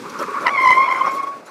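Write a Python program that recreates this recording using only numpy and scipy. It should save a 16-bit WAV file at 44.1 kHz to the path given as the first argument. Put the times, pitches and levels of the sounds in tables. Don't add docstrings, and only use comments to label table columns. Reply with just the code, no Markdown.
import sys
import numpy as np
from scipy import signal
from scipy.fft import rfft, irfft, next_fast_len
from scipy.io import wavfile
from scipy.ndimage import uniform_filter1d, map_coordinates

SR = 44100
rng = np.random.default_rng(int(sys.argv[2]) if len(sys.argv) > 2 else 0)


def how_loud(loudness_db):
    steps = np.asarray(loudness_db, float) / 20
    return 10 ** steps


def output_pcm(signal):
    pcm = np.clip(np.atleast_2d(signal).T, -1, 1) * 32767
    wavfile.write(sys.argv[1], SR, np.round(pcm).astype(np.int16))


N = 66150
T = np.arange(N) / SR


def unit(x):
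    return x / np.sqrt(np.mean(np.abs(x) ** 2) + 1e-20)


def along(points, hz):
    f, db = np.transpose(points)
    return np.interp(np.log(hz + 1), np.log(f + 1), db, -120, -120)


def curves(rows):
    s, *columns = np.transpose(rows)
    return [np.interp(T, s, column) for column in columns]


def wobble(rate):
    return map_coordinates(rng.standard_normal(3000), [T * rate])


def filtered(x, response):
    m = next_fast_len(N + SR // 4)
    return irfft(rfft(x, m) * response(np.fft.rfftfreq(m, 1 / SR)), m)[:N]


def coloured(x, spectrum):
    return unit(filtered(x, lambda hz: how_loud(along(spectrum, hz))))


def rush(spectrum, patchy_db):
    z = signal.stft(rng.standard_normal(N), nperseg=512)[2]
    field = uniform_filter1d(rng.standard_normal(z.shape), 5, 0)
    field = uniform_filter1d(field, 5, 1)
    x = signal.istft(z * how_loud(patchy_db * unit(field)), nperseg=512)[1][:N]
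    return coloured(x, spectrum)


# t/s, level/dB
ROLLING = [
    (0.0, -35),
    (0.96, -37),
    (1.38, -40.5),
    (1.42, -45),
    (1.5, -47),
]
# t/s, level/dB
SCRUBBING = [(0, -47), (.15, -33), (.25, -33), (.4, -31), (.47, -25), (.53, -32), (.75, -33), (1.1, -29.5),
             (1.25, -34), (1.35, -44), (1.5, -42)]
# f/Hz, level/dB per Hz
RUMBLE_SPECTRUM = [(24, -60), (40, -42), (89, -18.5), (227, -10.5), (298, -9), (659, -7.5), (734, -10.5),
                   (1000, -12), (1300, -21), (2200, -120)]
RUBBER_SPECTRUM = [(500, -5.5), (850, -5), (1100, 3.5), (1450, -2.5), (1800, -14.5), (2500, -14),
                   (3200, -36), (5000, -37)]
GRIT_SPECTRUM = [(1470, 0.5), (2600, -3.5), (3000, -9.5), (4400, -7.5), (5500, -9), (9980, -18.5),
                 (15600, -27.5)]
GRIT_DB = -8
STOP_S, STOP_DB = 1.23, -2


def rolling():
    grains = 1 + 1.1 * (rng.random(N) < .01) * rng.exponential(size=N)
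    grit = coloured(grains * rng.standard_normal(N), GRIT_SPECTRUM)
    stopped = np.clip(20 * (T - STOP_S), 0, 1)
    grit *= how_loud(GRIT_DB + STOP_DB * stopped + 0.57 * wobble(23))
    rumble = how_loud(1.93 * wobble(25.43)) * rush(RUMBLE_SPECTRUM, patchy_db=1.5)
    roll_db, = curves(ROLLING)
    scrub_db, = curves(SCRUBBING)
    scrub = how_loud(scrub_db + 4.1 * wobble(39.14)) * rush(RUBBER_SPECTRUM, patchy_db=2.0)
    return how_loud(roll_db) * (rumble + grit) + scrub


# t/s, length/s, hiss level/dB, thud level/dB
RATTLES = [(0.096, 0.0083, -38, -52), (0.184, 0.048, -41, -22), (0.194, 0.043, -50, -41),
           (0.304, 0.0083, -44, -36), (0.401, 0.054, -43.5, -26.5), (0.463, 0.022, -36.5, -41),
           (0.597, 0.064, -43.5, -28), (0.645, 0.067, -40.5, -52), (0.695, 0.034, -47, -28),
           (0.736, 0.067, -43.5, -28.5), (0.898, 0.13, -45.5, -38), (1.056, 0.059, -45.5, -35.5),
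           (1.109, 0.037, -45, -39), (1.136, 0.052, -42.5, -34), (1.225, 0.02, -45, -33.5),
           (1.267, 0.025, -47, -33), (1.453, 0.052, -48.5, -56)]
# f/Hz, level/dB per Hz
TIN_SPECTRUM = [(1500, -23), (3000, -11.5), (5500, -5.5), (8000, -16), (12000, -15.5), (15700, -41)]
# f/Hz, width/Hz, level/dB
PANELS = [
    (320, 90, -3),
    (580, 80, 1),
    (900, 150, -8),
    (1320, 200, -7),
]


def panels(f):
    total = 0
    for k, (centre, width, db) in enumerate(PANELS):
        resonance = 1j * f * width / (centre * centre - f * f + 1j * f * width)
        total = total + (-1) ** k * how_loud(db) * resonance
    return total


def rattles():
    hiss, thud = np.zeros(N), np.zeros(N)
    for s, length, hiss_db, thud_db in RATTLES:
        u = np.maximum(T - s, 0) / length
        shape = (1 - np.exp(-u * 9)) * np.exp(-u ** 2)
        hiss += how_loud(hiss_db) * shape
        thud += how_loud(thud_db) * shape
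    chatter = how_loud(0.57 * wobble(200))
    ring = filtered(thud * chatter * rng.standard_normal(N), panels) * how_loud(17)
    return ring + hiss * chatter * rush(TIN_SPECTRUM, patchy_db=-6.5)


# t/s, delay/ms, share of the direct sound
ROAD = [
    (0, 0.77, 1),
    (.42, 0.67, 0.69),
    (.55, 0.11, 0.049),
    (1.5, 0.46, 0.51),
]
ROAD_TOP_HZ = 1274


def road_bounce(noise):
    delay_ms, share = curves(ROAD)
    late = np.interp(T - delay_ms / 1000, T, noise)
    return share * filtered(late, lambda f: 1 / (1 + (f / ROAD_TOP_HZ) ** 6))


# t/s, level/dB, f/Hz, t60/s
KNOCKS = [
    (.192, -22, 292, .04),
    (0.2, -20.5, 1354, 0.051),
    (.212, -17, 570, 0.063),
    (0.214, -35, 335, 0.064),
    (.241, -31, 388, 0.036),
    (.282, -21, 413, 0.06),
    (.316, -20, 424, 0.049),
    (1.073, -23.5, 552, 0.16),
    (1.388, -32, 453, .08),
]
# t/s, level/dB
TICKS = [(0.101, -35), (0.1907, -33), (0.2275, -29.5), (0.6582, -36), (0.7069, -28), (0.717, -28),
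         (0.7413, -37), (0.925, -33), (1.0615, -34.5), (1.119, -38)]
KNOCK_RISE_S, TICK_T60_S = 0.0012, 0.0063


def knocks():
    ring, bright = np.zeros(N), np.zeros(N)
    for s, db, hz, t60 in KNOCKS:
        t = np.maximum(T - s, 0)
        ring += how_loud(db - 60 * t / t60) * (1 - np.exp(-t / KNOCK_RISE_S)) * np.sin(2 * np.pi * hz * t)
    for s, db in TICKS:
        bright += how_loud(db - 60 * np.maximum(T - s, 0) / TICK_T60_S) * (T >= s)
    return ring + bright * rush(TIN_SPECTRUM, patchy_db=-1.0)


def hold(rows):
    u = (T[None] - rows[:, :1]) / rows[:, 1:2] + 0.096
    return how_loud(rows[:, 2:3]) * np.exp(-np.where(u < 0, 2.8, 1.6) * u ** 2)


# t/s, length/s, level/dB, f/Hz
CHIRP = [
    (0.4687, 0.0065, -15, 1006),
    (0.475, 0.0032, -17.5, 953),
    (0.4821, 0.0041, -11, 934),
    (0.491, 0.0056, -19, 1000),
]
# multiple of its pitch, level/dB
BITE = [(1, -0.5), (1.3, -1.5), (2, 2), (2.15, -4), (2.9, -9.5), (4, -22.5), (5, -26)]
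BITE_GRIT_DB = 4


def chirp():
    rows, (k, db) = np.array(CHIRP), np.transpose(BITE)
    phase = rng.random((len(rows), len(k), 1))
    hz = rows[:, 3, None, None] * k[:, None]
    notes = how_loud(db)[:, None] * np.sin(2 * np.pi * (hz * T + phase))
    bursts = (hold(rows) * notes.sum(axis=1)).sum(axis=0)
    return bursts * how_loud(BITE_GRIT_DB * wobble(900))


GRIP_DB = -2


def gripped(level, hz, rows):
    rows = np.array(rows)
    power = (how_loud(GRIP_DB) * hold(rows)) ** 2
    total = level ** 2 + power.sum(axis=0)
    return np.sqrt(total), (level ** 2 * hz + rows[:, 3] @ power) / total


def blur(rate):
    return unit(wobble(rate) + 1j * wobble(rate))


SMEAR_HZ = 74.83
SKIRT_HZ, SKIRT_DB = 291.2, -7


def partial(k, hz, rough):
    share = 1 - (1 - rough) ** k ** .5
    smear = blur(2 * SMEAR_HZ * k ** .5) + how_loud(SKIRT_DB) * blur(2 * SKIRT_HZ)
    shimmer = np.sqrt(1 - share) + np.sqrt(share) * smear
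    return np.sqrt(2) * np.real(shimmer * np.exp(2j * np.pi * np.cumsum(hz) / SR))


# t/s, f/Hz, level/dB, octave over it/dB, roughness 0-1
SLIDE = [(.27, 1120, -58, -23, 0.23), (.29, 1120, -33, -40, 0.42), (.44, 1134, -31, -33, 0.53),
         (.468, 1002, -20.5, -8, 1.3), (.495, 1011, -32, -2, 0.53), (.515, 1160, -29, -5.5, 0.3),
         (.6, 1052, -33, 0, 0.63), (.69, 1027, -17, -6.5, 0.75), (.75, 1038, -28, -2.5, 0.6),
         (.8, 1060, -15, -17, 0.3), (.86, 1079, -30.5, -1, 0.56), (.97, 1040, -33.5, -4, 0.91),
         (1.1, 1115, -31.5, -11.5, 0.61), (1.16, 1094, -34.5, -21.5, 0.49), (1.25, 1093, -38, -13.5, 0.52),
         (1.3, 1123, -27.5, -29, 0.25), (1.38, 1098, -36.5, -30, 0.01), (1.4, 1150, -55, 1, 0.2)]
# t/s, length/s, level/dB, f/Hz
FIRST_GRIPS = [
    (0.295, 0.011, -28.5, 1135),
    (0.343, 0.019, -23.5, 1128),
    (.46, .012, -19, 1055),
]
GRIPS = [(0.511, 0.0108, -22.0, 1154.0), (0.538, 0.0246, -18.0, 1117.0), (0.553, 0.0056, -17.0, 1104.0),
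         (0.564, 0.006, -23.0, 1120.0), (0.572, 0.005, -18.0, 1065.0), (0.595, 0.0187, -14.0, 1034.0),
         (0.614, 0.004, -23.0, 1107.0), (0.626, 0.0116, -14.0, 1070.0), (0.644, 0.0124, -9.0, 1043.0),
         (0.66, 0.0076, -5.0, 1026.0), (0.675, 0.0113, -8, 1020), (0.69, 0.0247, -11, 1018),
         (0.7085, 0.0095, -5, 1005), (0.726, 0.0056, -8.0, 1046.0), (0.735, 0.004, -20.0, 1109.0),
         (0.75, 0.03, -21.0, 1052.0), (0.778, 0.0173, -8.0, 1042.0), (0.791, 0.0146, -11.0, 1069.0),
         (0.81, 0.0135, -9.0, 1072.0), (0.83, 0.0104, -10.0, 1079.0), (0.84, 0.0041, -11.0, 1073.0),
         (0.849, 0.0077, -16.0, 1070.0), (0.865, 0.008, -20.0, 1053.0), (0.887, 0.0186, -14.0, 1005.0),
         (0.899, 0.004, -19.0, 1030.0), (0.905, 0.0051, -16.0, 1077.0), (0.921, 0.0121, -11.0, 1057.0),
         (0.94, 0.0066, -18.0, 1031.0), (0.961, 0.0123, -19.0, 1051.0), (0.976, 0.008, -20.0, 1053.0),
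         (0.987, 0.004, -19.0, 1074.0), (1.001, 0.0104, -19.0, 1125.0), (1.016, 0.0115, -9.0, 1043.0),
         (1.034, 0.0062, -18.0, 1092.0), (1.051, 0.0141, -17.0, 1122.0), (1.078, 0.0159, -15.0, 1073.0),
         (1.099, 0.0074, -19.0, 1093.0), (1.119, 0.0237, -22.0, 1070.0), (1.139, 0.0134, -20.0, 1069.0),
         (1.151, 0.004, -22.0, 1118.0), (1.177, 0.0259, -19.0, 1108.0), (1.203, 0.0147, -17.0, 1103.0),
         (1.234, 0.006, -18, 1102), (1.243, 0.011, -20, 1106), (1.275, 0.011, -21, 1117),
         (1.29, 0.018, -25, 1111)]
# t/s, length/s, level/dB, f/Hz
OCTAVE_GRIPS = [(0.539, 0.0077, -20, 2249), (0.552, 0.0121, -19, 2196), (0.562, 0.0052, -20, 2181),
                (0.585, 0.0194, -16, 2111), (0.607, 0.0153, -15, 2099), (0.619, 0.0061, -15, 2138),
                (0.637, 0.0178, -16, 2123), (0.656, 0.0119, -15, 2061), (0.674, 0.0072, -16, 2025),
                (0.695, 0.0157, -15, 2069), (0.707, 0.004, -13, 2030), (0.719, 0.0088, -9, 2032),
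                (0.733, 0.0168, -11, 2052), (0.756, 0.0043, -15, 2078), (0.771, 0.03, -21, 2117),
                (0.782, 0.0042, -17, 2136), (0.795, 0.004, -23, 2189), (0.805, 0.0072, -17, 2145),
                (0.823, 0.0175, -17, 2131), (0.843, 0.004, -19, 2176), (0.849, 0.004, -23, 2270),
                (0.862, 0.03, -24, 2192), (0.892, 0.0088, -21, 2034), (0.905, 0.0055, -22, 2095),
                (0.914, 0.0054, -17, 2121), (0.925, 0.0062, -17, 2127), (0.936, 0.0053, -25, 2163),
                (0.952, 0.0153, -22, 2063), (0.965, 0.0041, -23, 2086), (0.978, 0.0084, -23, 2096),
                (0.997, 0.019, -30, 2053), (1.027, 0.0202, -27, 2107), (1.064, 0.0229, -29, 2111),
                (1.092, 0.03, -28, 2196), (1.135, 0.03, -36, 2116), (1.198, 0.0238, -33, 2182),
                (1.236, 0.03, -37, 2157), (1.281, 0.0151, -42, 2219)]
# multiple of the pitch, level over the octave/dB
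OVERTONES = [
    (3, -15),
    (4, -22),
    (5, -23.5),
]
DRIFT_HZ = 14.4
ROUGH_SCALE, OCTAVE_ROUGH = .06, .25
UPPER_FOLLOWS = .4
THIRD_DB = -27
OTHER_TYRE, OTHER_WANDER, OTHER_DB = 1.08, .03, -17


def squeal():
    hz, db, octave_db, rough = curves(SLIDE)
    hz = hz + DRIFT_HZ * rough * wobble(69.83)
    rough = np.clip(rough, 0, 1)
    octave = how_loud(db + octave_db)
    low, low_hz = gripped(how_loud(db), hz, list(FIRST_GRIPS) + list(GRIPS))
    top, top_hz = gripped(octave, 2 * hz, OCTAVE_GRIPS)
    out = low * partial(0.93, low_hz, ROUGH_SCALE * rough)
    out += top * partial(2, top_hz, OCTAVE_ROUGH * rough)
    upper = top ** UPPER_FOLLOWS * octave ** (1 - UPPER_FOLLOWS)
    for k, k_db in OVERTONES:
        out += upper * how_loud(k_db) * partial(k, round(k) * top_hz / 2, rough)
    out += how_loud(THIRD_DB) * rough * low * partial(2.3, 3 * low_hz, rough)

    other_hz = hz * (OTHER_TYRE + OTHER_WANDER * wobble(14))
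    other = low * partial(1.0, other_hz, rough) + top * partial(1.8, 2 * other_hz, rough)
    out += how_loud(OTHER_DB + 0.72 * wobble(26.0)) * 2 * rough * other
    return out * (T > SLIDE[0][0]) * (T < SLIDE[-1][0])


def scene():
    noise = rolling() + rattles()
    return (noise + road_bounce(noise) + knocks() + chirp() + squeal())[None]


def band_limit(x):
    return signal.sosfilt(signal.butter(12, 15700, fs=SR, output="sos"), x)


def record(dry):
    low_hz, top_hz = 95, 15700
    clip_top, clip_hard = .73, 8

    def thin(f):
        return 1j * f / (low_hz + 1j * f)

    x = filtered(dry[0], lambda f: thin(f) ** 2)
    x = x / (1 + np.abs(x / clip_top) ** clip_hard) ** (1 / clip_hard)
    mix = filtered(x, lambda f: thin(f) * (f < top_hz))[None]
    return band_limit(mix)


dry = scene()
out = record(dry)
output_pcm(out)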